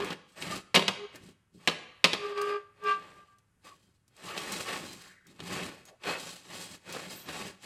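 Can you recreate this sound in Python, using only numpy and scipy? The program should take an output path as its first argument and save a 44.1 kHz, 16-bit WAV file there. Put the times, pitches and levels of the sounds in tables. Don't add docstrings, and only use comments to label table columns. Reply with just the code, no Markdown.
import sys
import numpy as np
from scipy import signal
from scipy.fft import rfft, irfft, next_fast_len
from scipy.io import wavfile
from scipy.ndimage import uniform_filter1d, map_coordinates

SR = 44100
rng = np.random.default_rng(int(sys.argv[2]) if len(sys.argv) > 2 else 0)


def put_to_file(sound):
    columns = np.atleast_2d(sound).T
    safe = np.clip(columns, -1, 1)
    whole_steps = np.round(safe * 32767)
    wavfile.write(sys.argv[1], SR, whole_steps.astype(np.int16))


N = 337365
TIME = np.arange(N) / SR
STEPS = np.arange(0, N / SR + .001, .001)
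TOP_HZ = 15800

# (time [s], crack level [dB], thud level [dB], first rebound gap [s], crack loss per rebound [dB])
GEAR_IMPACTS = [(0.7445, -11.5, -24.5, 0.0048, -0.5), (0.76, -5.5, -21.5, 0.014, 5.5),
                (.8815, -10.5, -26.5, 0.0054, 9.5), (1.6753, -8, -23.5, 0.0086, 7.5),
                (2.0431, -2.5, -21.5, .006, 7), (2.1328, -15, -30, 0.0055, 7.5)]
# (time [s], crack level [dB], thud level [dB])
LOOSE_TAPS = [(.003, -19.5, -12), (.105, -16.5, -14.5), (.128, -19.5, -40), (0.4237, -14, -43.5),
              (2.377, -21, -36.5), (4.288, -23, -44.5), (4.377, -12.5, -17.5), (4.688, -25, -32),
              (4.732, -19, -19), (5.394, -33, -28), (5.4035, -21, -25.5), (6.037, -22, -39),
              (6.089, -31, -13.5), (6.112, -24, -14), (6.949, -23, -18), (6.964, -39, -14.5),
              (7.288, -21.5, -18)]
# (time [s], crack level
# [dB])
GRIT_SNAPS = [(0.046, -31), (0.56, -29), (0.752, -13.5), (1.158, -35.5), (2.416, -27), (2.839, -42),
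              (3.385, -52.5), (4.080, -50.5), (4.166, -44), (4.378, -32.5), (4.522, -22), (4.932, -34),
              (5.269, -43.5), (5.854, -39.5), (6.926, -27.5)]
# (time of full bite [s], attack [s], hold [s], release [s],
# slip rate [Hz], slip level [dB], blade frequency [Hz], blade level [dB])
KNIFE_CATCHES = [(.003, 0.012, 0.039, 0.015, 406, -36, 1133, -46.5),
                 (1.047, 0.12, 0.0074, 0.033, 411, -40, 1168, -71),
                 (2.256, 0.11, 0.0082, 0.081, 411.4, -35, 1177, -41),
                 (2.314, 0.058, 0.015, 0.064, 408, -37.5, 1178, -47),
                 (2.386, 0.071, 0.055, 0.075, 409.8, -33, 1159, -37),
                 (2.477, 0.078, 0.089, 0.071, 411.5, -33.5, 1177, -37.5),
                 (2.625, 0.13, 0.013, 0.33, 410.5, -67, 1181, -58.5),
                 (2.866, 0.059, 0.0092, 0.12, 418.5, -35.5, 1174, -33),
                 (2.889, 0.055, .026, 0.12, 415.2, -45.5, 1174, -25.5),
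                 (3.179, 0.21, 0.056, 0.037, 410, -72, 1184, -58),
                 (3.292, 0.034, .055, 0.099, 421, -91.5, 1174, -63)]
# (multiple of slip rate, multiple of blade frequency, level [dB])
COMBINATION_TONES = [(1, 0, 1), (2, 0, -21.5), (3, 0, -6.5), (4, 0, -16), (7, 0, -28), (8, 0, -27.5),
                     (11, 0, -27), (12, 0, -25.5), (0, 1, 0), (1, 1, -9.5), (-1, 1, -25.5), (2, 1, -23),
                     (3, 1, -13), (4, 1, -29), (0, 2, -20.5), (1, 2, -16.5), (-1, 2, -35), (2, 2, -29),
                     (0, 3, -43), (1, 3, -41)]
# (time of full effort [s], attack [s], hold [s], release [s],
# tyre level [dB], gear level [dB], rust level [dB])
PUSHES = [ (.01, 0.055, 0.12, 0.045, -41.5, -42, -53), (0.3, 0.059, .04, 0.084, -74, -84, -69),
          (0.387, 0.052, .015, 0.046, -55, -49.5, -55.5), (0.435, 0.048, 0.14, 0.064, -41.5, -43, -45),
          (1.156, 0.053, 0.0079, 0.077, -53.5, -53.5, -63.5), (1.239, 0.087, 0.053, 0.081, -49, -66.5, -64),
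          (1.551, 0.034, .02, 0.11, -52, -95, -70.5), (1.62, 0.062, 0.1, .03, -66, -61.5, -64.5),
          (2.24, 0.29, 0.071, 0.17, -69, -50.5, -63.5), (2.391, 0.085, 0.13, 0.1385, -58, -45, -59),
          (2.894, 0.15, 0.014, 0.14, -58, -48, -60), (3.008, 0.25, 0.051, 0.4, -57.5, -56.5, -64.5),
          (3.659, 0.047, 0.016, 0.15, -65, -57, -58), (3.785, .2, 0.1, 0.25, -70, -82, -73.5),
          (4.253, 0.037, 0.014, 0.055, -42.5, -64, -51), (4.32, .19, 0.12, 0.14, -52, -44, -47.5),
          (4.5, 0.14, 0.11, 0.14, -44.5, -42.5, -43), (4.693, 0.085, 0.033, 0.22, -48, -38.5, -44),
          (4.866, 0.3, .015, .3, -46, -52, -51), (5.012, 0.037, 0.036, 0.19, -77, -62, -57.5),
          (5.29, 0.066, 0.066, .1, -57.5, -69.5, -67.5), (5.412, .035, 0.021, 0.064, -45, -67, -58),
          (5.523, .16, 0.088, 0.26, -40, -41, -45.5), (5.885, 0.056, 0.0073, 0.048, -68, -61.5, -61),
          (6.085, 0.066, 0.024, 0.14, -45, -32, -43), (6.223, 0.09, 0.062, 0.3, -52.5, -51, -46),
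          (6.532, 0.14, 0.097, 0.2, -50.5, -49, -48), (6.724, 0.084, 0.021, 0.076, -51, -53.5, -53.5),
          (6.921, 0.11, 0.021, 0.38, -48.5, -45, -48), (7.05, 0.093, 0.011, 0.56, -49.5, -50.5, -49.5),
          (7.302, 0.073, 0.17, 0.12, -45, -46, -47.5), (7.645, 0.057, .02, .1, -61, -54.5, -49.5)]
# (centre time [s], duration [s], frequency [Hz], waver [Hz], level [dB])
BEARING_SQUEAKS = [(0.531, 0.036, 1210, 13, -34.5), (0.538, 0.4, 1240, 10.3, -57),
                   (3.7, 0.13, 1127, 48, -56.5), (4.309, 0.12, 1223, 110, -45),
                   (4.89, 0.16, 4100, 19, -56.5), (5.07, 0.21, 1756, 280, -59),
                   (5.194, 0.3, 1816, 286, -64.5), (5.293, 0.051, 3700, 35, -68),
                   (5.881, 0.061, 6630, 66, -61), (5.916, 0.12, 643, 158, -59.5),
                   (7.192, 0.2, 13390, 20, -57)]
# (frequency [Hz], bandwidth [Hz], relative weight [dB])
FRAME_MODES = [(460, 280, 4), (460, 140, -4.5), (667, 24, 2.5), (960, 120, -3.5), (1072, 62, -0.5),
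               (1242, 67, 3.5), (1360, 25, 4.5), (1710, 250, 3.5), (1960, 38, -11), (2270, 380, 0),
               (2620, 81, -3.5), (2750, 21, 2), (3040, 11, 3), (3000, 23, -1.5), (3310, 13, 5.5),
               (4030, 9.5, -8.5), (4000, 13, -3), (4040, 74, -3.5), (4640, 140, -0.5), (5200, 70, -6.5),
               (5440, 72, -0.5), (6150, 40, 2)]
WHEEL_MODES = [(179.4, 35, 1.5), (288, 9.3, 0.5), (300, 4.9, -8), (520, 8, -8.5), (612, 41, -5.5),
               (755, 17, 0.5), (859, 57, 1.5), (1121, 33, 5), (1750, 82, 1.5), (2470, 91, -11),
               (2815, 34, -3.5), (3150, 44, -8.5), (3700, 29, -0.5), (3920, 35, -1), (4650, 81, -5.5),
               (4990, 210, 1), (6640, 230, -1), (7720, 190, 3.5)]
# (frequency [Hz], level [dB], t60 [s])
REEL_MODES = [(395, 5, 0.25), (490, 2.5, 0.07), (984, -12.5, 0.72), (1150, -6.5, 0.79), (1344, -6, 1),
              (1432, -13.5, 0.43), (1560, -12, 1.0), (1910, -9, .35), (2364, -14, .6), (2650, -8.5, 0.67),
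              (2950, -13.5, 0.22), (3500, -15.5, .65), (3730, -17, 0.71), (4160, -5.5, 0.57),
              (4550, -18.5, .54)]
# (frequency [Hz], t60 [s])
REVERB_TIMES = [(100, 0.46), (300, 0.49), (700, 0.66), (1800, 0.81), (4500, 0.61), (8000, .45),
                (14000, 0.17)]
# (frequency [Hz], density level [dB])
CRACK_SPECTRUM = [(300, -21.5), (1000, -9.5), (1800, -3), (2800, 4.5), (4200, 1.5), (5500, -8.5),
                  (8000, -15), (11500, -24.5), (15500, -43)]
THUD_SPECTRUM = [(30, -57.5), (55, -20), (90, -11), (170, 6.5), (300, -1), (500, -0.5), (750, -0.5),
                 (1100, 2), (1700, -14), (4000, -34)]
SNAP_SPECTRUM = [(800, -18), (2500, -8), (4500, -1), (7500, 1), (10000, -4), (12500, -6.5), (15500, -16.5)]
TYRE_SPECTRUM = [(25, -24.5), (60, -13), (100, -5.5), (180, -1.5), (260, -3), (400, -6.5), (700, -30),
                 (2000, -59.5)]
GEAR_SPECTRUM = [(150, -30.5), (330, -1), (550, -1.5), (1100, -4.5), (1600, -5.5), (2600, -5.5),
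                 (4500, -17.5), (10000, -47.5)]
RUST_SPECTRUM = [(600, -24.5), (1500, -14), (3000, -0.5), (4300, 1), (5500, -3), (8000, -2), (10000, -8.5),
                 (12000, -9.5), (13500, -20.5), (15800, -25.5)]
REVERB_SPECTRUM = [(80, -3.5), (170, 1), (700, -6), (1100, -6), (1700, -7), (3000, -7.5), (4400, -7),
                   (6000, -5), (15000, 1)]
BACKGROUND_SPECTRUM = [(20, -8.5), (50, -4.5), (100, 4.5), (170, -2.5), (300, -11.5), (700, -21),
                       (1500, -17), (4000, -31), (10000, -27), (15500, -42.5)]


def clanks(count=4, gap_growth=1.45, thud_loss_share=.6, t60=.042):
    rows = []
    for time, crack_db, thud_db, gap, loss_db in GEAR_IMPACTS:
        for k in range(count):
            rows.append((time, crack_db - k * loss_db, thud_db - k * loss_db * thud_loss_share, t60))
            time += gap * gap_growth ** k
    return impacts(rows, CRACK_SPECTRUM, crack_db=-5, thud_db=2, thud_t60=.08, chatter_db=4)


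def taps(t60=.043):
    rows = [(time, crack_db, thud_db, t60) for time, crack_db, thud_db in LOOSE_TAPS]
    return impacts(rows, CRACK_SPECTRUM, crack_db=-15.5, thud_db=-14, thud_t60=.027, chatter_db=7)


def snaps(t60=.045):
    rows = [(time, db, db - 16, t60) for time, db in GRIT_SNAPS]
    return impacts(rows, SNAP_SPECTRUM, crack_db=-10, thud_db=-9.5, thud_t60=.05, chatter_db=1.5)


def impacts(rows, spectrum, crack_db, thud_db, thud_t60, chatter_db, size=6000):
    out, t = np.zeros(N + size), TIME[:size]
    hard = resonator(spectrum, FRAME_MODES, peak_db=3.5)
    frame = resonator(THUD_SPECTRUM, FRAME_MODES, peak_db=6)
    for time, crack, thud, t60 in rows:
        start = max(int((time - .0008) * SR), 0)
        for response, db, decay in (hard, crack + crack_db, t60), (frame, thud + thud_db, thud_t60):
            contacts = rng.standard_normal(size) * amp(chatter_db * rng.standard_normal(size))
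            envelope = fade(t, max(decay, .004))
            burst = through(contacts * envelope, response)
            out[start:start + size] += amp(db) * burst * np.linalg.norm(envelope) / np.linalg.norm(burst)
    return out[:N]


def groan():
    slip_hz, slip, blade_hz, blade = knife_contact()
    slip_phase = 2 * np.pi * np.cumsum(slip_hz * (1 + .0013 * wander(150))) / SR
    blade_phase = 2 * np.pi * np.cumsum(blade_hz * (1 + .004 * wander(150))) / SR
    on = np.flatnonzero(slip + blade > amp(-100))
    flutter = wander(170)
    slip_bite = np.minimum(slip / amp(-31.5), 1)
    blade_bite = np.sqrt(np.minimum(blade / amp(-31), 1))
    out = np.zeros(N)
    for m, n, db in COMBINATION_TONES:
        gain = (blade if n else slip)[on] * slip_bite[on] ** (m > 2) * blade_bite[on] ** (n > 1)
        shake, jitter = flutter[(on + rng.integers(N, size=(2, 1))) % N] * (abs(m) + 3 * n)
        phase = m * slip_phase[on] + n * blade_phase[on] + .04 * jitter
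        out[on] += np.sqrt(2) * amp(db + .4 * shake) * gain * np.sin(phase)
    puffs = rng.standard_normal(len(on)) * (1 + np.cos(blade_phase[on]))
    puffs *= 1 + .42 * np.cos(slip_phase[on])
    out[on] += amp(-21) * (blade * blade_bite)[on] * through(puffs, resonator(CRACK_SPECTRUM))
    return out


def knife_contact():
    slip, blade, slip_pitch, blade_pitch = np.zeros((4, len(STEPS)))
    for start, attack, hold, release, slip_hz, slip_db, blade_hz, blade_db in KNIFE_CATCHES:
        bite = swell(start, attack, hold, release)
        slip_power, blade_power = (amp(slip_db) * bite) ** 2, (amp(blade_db) * bite) ** 2
        slip += slip_power
        blade += blade_power
        slip_pitch += slip_power * slip_hz
        blade_pitch += blade_power * blade_hz
    return per_sample(slip_pitch / slip, np.sqrt(slip), blade_pitch / blade, np.sqrt(blade))


def rubbing(scuff_db=1.4, scuffs_per_s=22):
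    power = np.zeros((3, len(STEPS)))
    for start, attack, hold, release, *layers_db in PUSHES:
        power += np.outer(amp(layers_db) ** 2, swell(start, attack, hold, release) ** 2)
    rumble, grind, crumble = per_sample(*np.sqrt(power))
    catching = amp(1.2 * wander(70))
    tyres = amp(-5) * rumble * scrape(TYRE_SPECTRUM, peak_db=7, slips_per_s=3800, spread_db=2)
    gears = grind * scrape(GEAR_SPECTRUM, peak_db=4, slips_per_s=3000, spread_db=1.5)
    rust = amp(-1) * crumble * scrape(RUST_SPECTRUM, peak_db=2, slips_per_s=3400, spread_db=1)
    patches = amp(wander(110) + scuff_db * wander(scuffs_per_s))
    return catching * (tyres + gears + rust * patches)


def scrape(spectrum, peak_db, slips_per_s, spread_db, spot_count=3):
    shares = np.array([amp(9 * wander(16)) for _ in range(spot_count)])
    shares /= np.linalg.norm(shares, axis=0)
    hits = (rng.random(N) < slips_per_s / SR) * rng.choice([-1, 1], N)
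    slips = unit_rms(hits * amp(spread_db * np.minimum(rng.exponential(size=N), 4)))
    spots = [resonator(spectrum, WHEEL_MODES, peak_db, ripple_db=4) for _ in range(spot_count)]
    sound = sum(through(slips * share, spot) for share, spot in zip(shares, spots))
    bent_index = np.cumsum(1 + .014 * wander(9))
    return map_coordinates(sound, [bent_index], order=3, mode="mirror")


def squeaks():
    out = np.zeros(N)
    for time, length, hz, waver_hz, db in BEARING_SQUEAKS:
        envelope = np.cos(np.pi * np.clip((TIME - time) / length, -.5, .5))
        phase = 2 * np.pi * np.cumsum(hz + waver_hz * wander(100 + 3 * waver_hz)) / SR
        out += np.sqrt(2) * amp(db + 3.4 * wander(60 + waver_hz)) * envelope * np.sin(phase)
    return out


def reel_ring(drive):
    t = TIME[:SR]
    ring = sum(amp(db) * fade(t, t60) * np.sin(2 * np.pi * (hz * t + rng.random()))
               for hz, db, t60 in REEL_MODES)
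    return through(drive, ring / np.linalg.norm(ring))


def reverberation(drive, bands=15, build_up_s=.061):
    t, hz = TIME[:SR], np.arange(SR // 2 + 1)
    edges = np.geomspace(50, TOP_HZ, bands + 1)
    spectrum = rfft(rng.standard_normal(SR)) * amp(along(REVERB_SPECTRUM, hz))
    ring = np.zeros(SR)
    for low, high in zip(edges, edges[1:]):
        band = irfft(spectrum * (hz >= low) * (hz < high), SR)
        ring += band * fade(t, along(REVERB_TIMES, np.sqrt(low * high)))
    ring *= 1 - fade(t, build_up_s)
    return through(drive, ring / np.linalg.norm(ring))


def background():
    rush = through(rng.standard_normal(N), resonator(BACKGROUND_SPECTRUM))
    return amp(-71) * rush * amp(1.6 * wander(3.7))


def resonator(spectrum, modes=(), peak_db=0, ripple_db=0, size=8192):
    hz = np.arange(size // 2 + 1) * SR / size
    peaks = np.zeros(len(hz))
    for centre, width, db in modes:
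        peaks = np.maximum(peaks, amp(db) / (1 + (2 * (hz - centre) / width) ** 2))
    ripple = unit_rms(uniform_filter1d(uniform_filter1d(rng.standard_normal(len(hz)), 22), 12))
    level_db = along(spectrum, hz) + peak_db * peaks + ripple_db * ripple * hz / (hz + 500)
    cepstrum = irfft(np.log(amp(level_db)))
    cepstrum[1:size // 2] *= 2
    cepstrum[size // 2 + 1:] = 0
    response = irfft(np.exp(rfft(cepstrum)))
    return response / np.linalg.norm(response)


def swell(start, attack, hold, release, edge_db=30):
    early = np.maximum(start - STEPS, 0) / max(attack, .005)
    late = np.maximum(STEPS - start - hold, 0) / max(release, .005)
    return amp(-edge_db * np.minimum(early ** 1.5 + late ** 1.1, 10))


def wander(rate_hz):
    span = max(int(SR / rate_hz), 2)
    held = np.repeat(rng.standard_normal(N // span + 1), span)
    return unit_rms(uniform_filter1d(held, span)[:N])


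def through(x, response):
    return signal.fftconvolve(x, response)[:len(x)]


def fade(t, t60):
    return np.exp(-np.log(1000) * t / t60)


def along(points, hz):
    frequencies, values = np.transpose(points)
    return np.interp(np.log(np.maximum(hz, 1)), np.log(frequencies), values)


def per_sample(*controls):
    return [np.interp(TIME, STEPS, control) for control in controls]


def amp(db):
    return 10 ** (np.asarray(db) / 20)


def unit_rms(x):
    return x / np.sqrt(np.mean(x ** 2))


def stereo_image(mid, band_hz=(1350, 2600), side_phase_rad=1.2):
    band = signal.sosfiltfilt(signal.butter(2, band_hz, "band", fs=SR, output="sos"), mid)
    analytic = signal.hilbert(band, next_fast_len(N))[:N]
    side = amp(-16) * np.real(analytic * np.exp(1j * side_phase_rad))
    return np.array([amp(-1.42) * mid + side, amp(-1.39) * mid - side])


def scene():
    knocks = clanks() + taps() + snaps()
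    rub = rubbing()
    tones = amp(1) * groan() + squeaks()
    reverb = amp(-13.5) * reverberation(knocks + amp(-5) * rub + amp(-13) * tones)
    reel = amp(-29.5) * reel_ring(knocks + amp(.5) * rub)
    return stereo_image(knocks + rub + tones + reverb + reel + background())


def record(dry):
    low_pass = signal.ellip(10, .2, 80, TOP_HZ, fs=SR, output="sos")
    return signal.sosfilt(low_pass, np.tanh(dry))


dry = scene()
out = record(dry)
put_to_file(out)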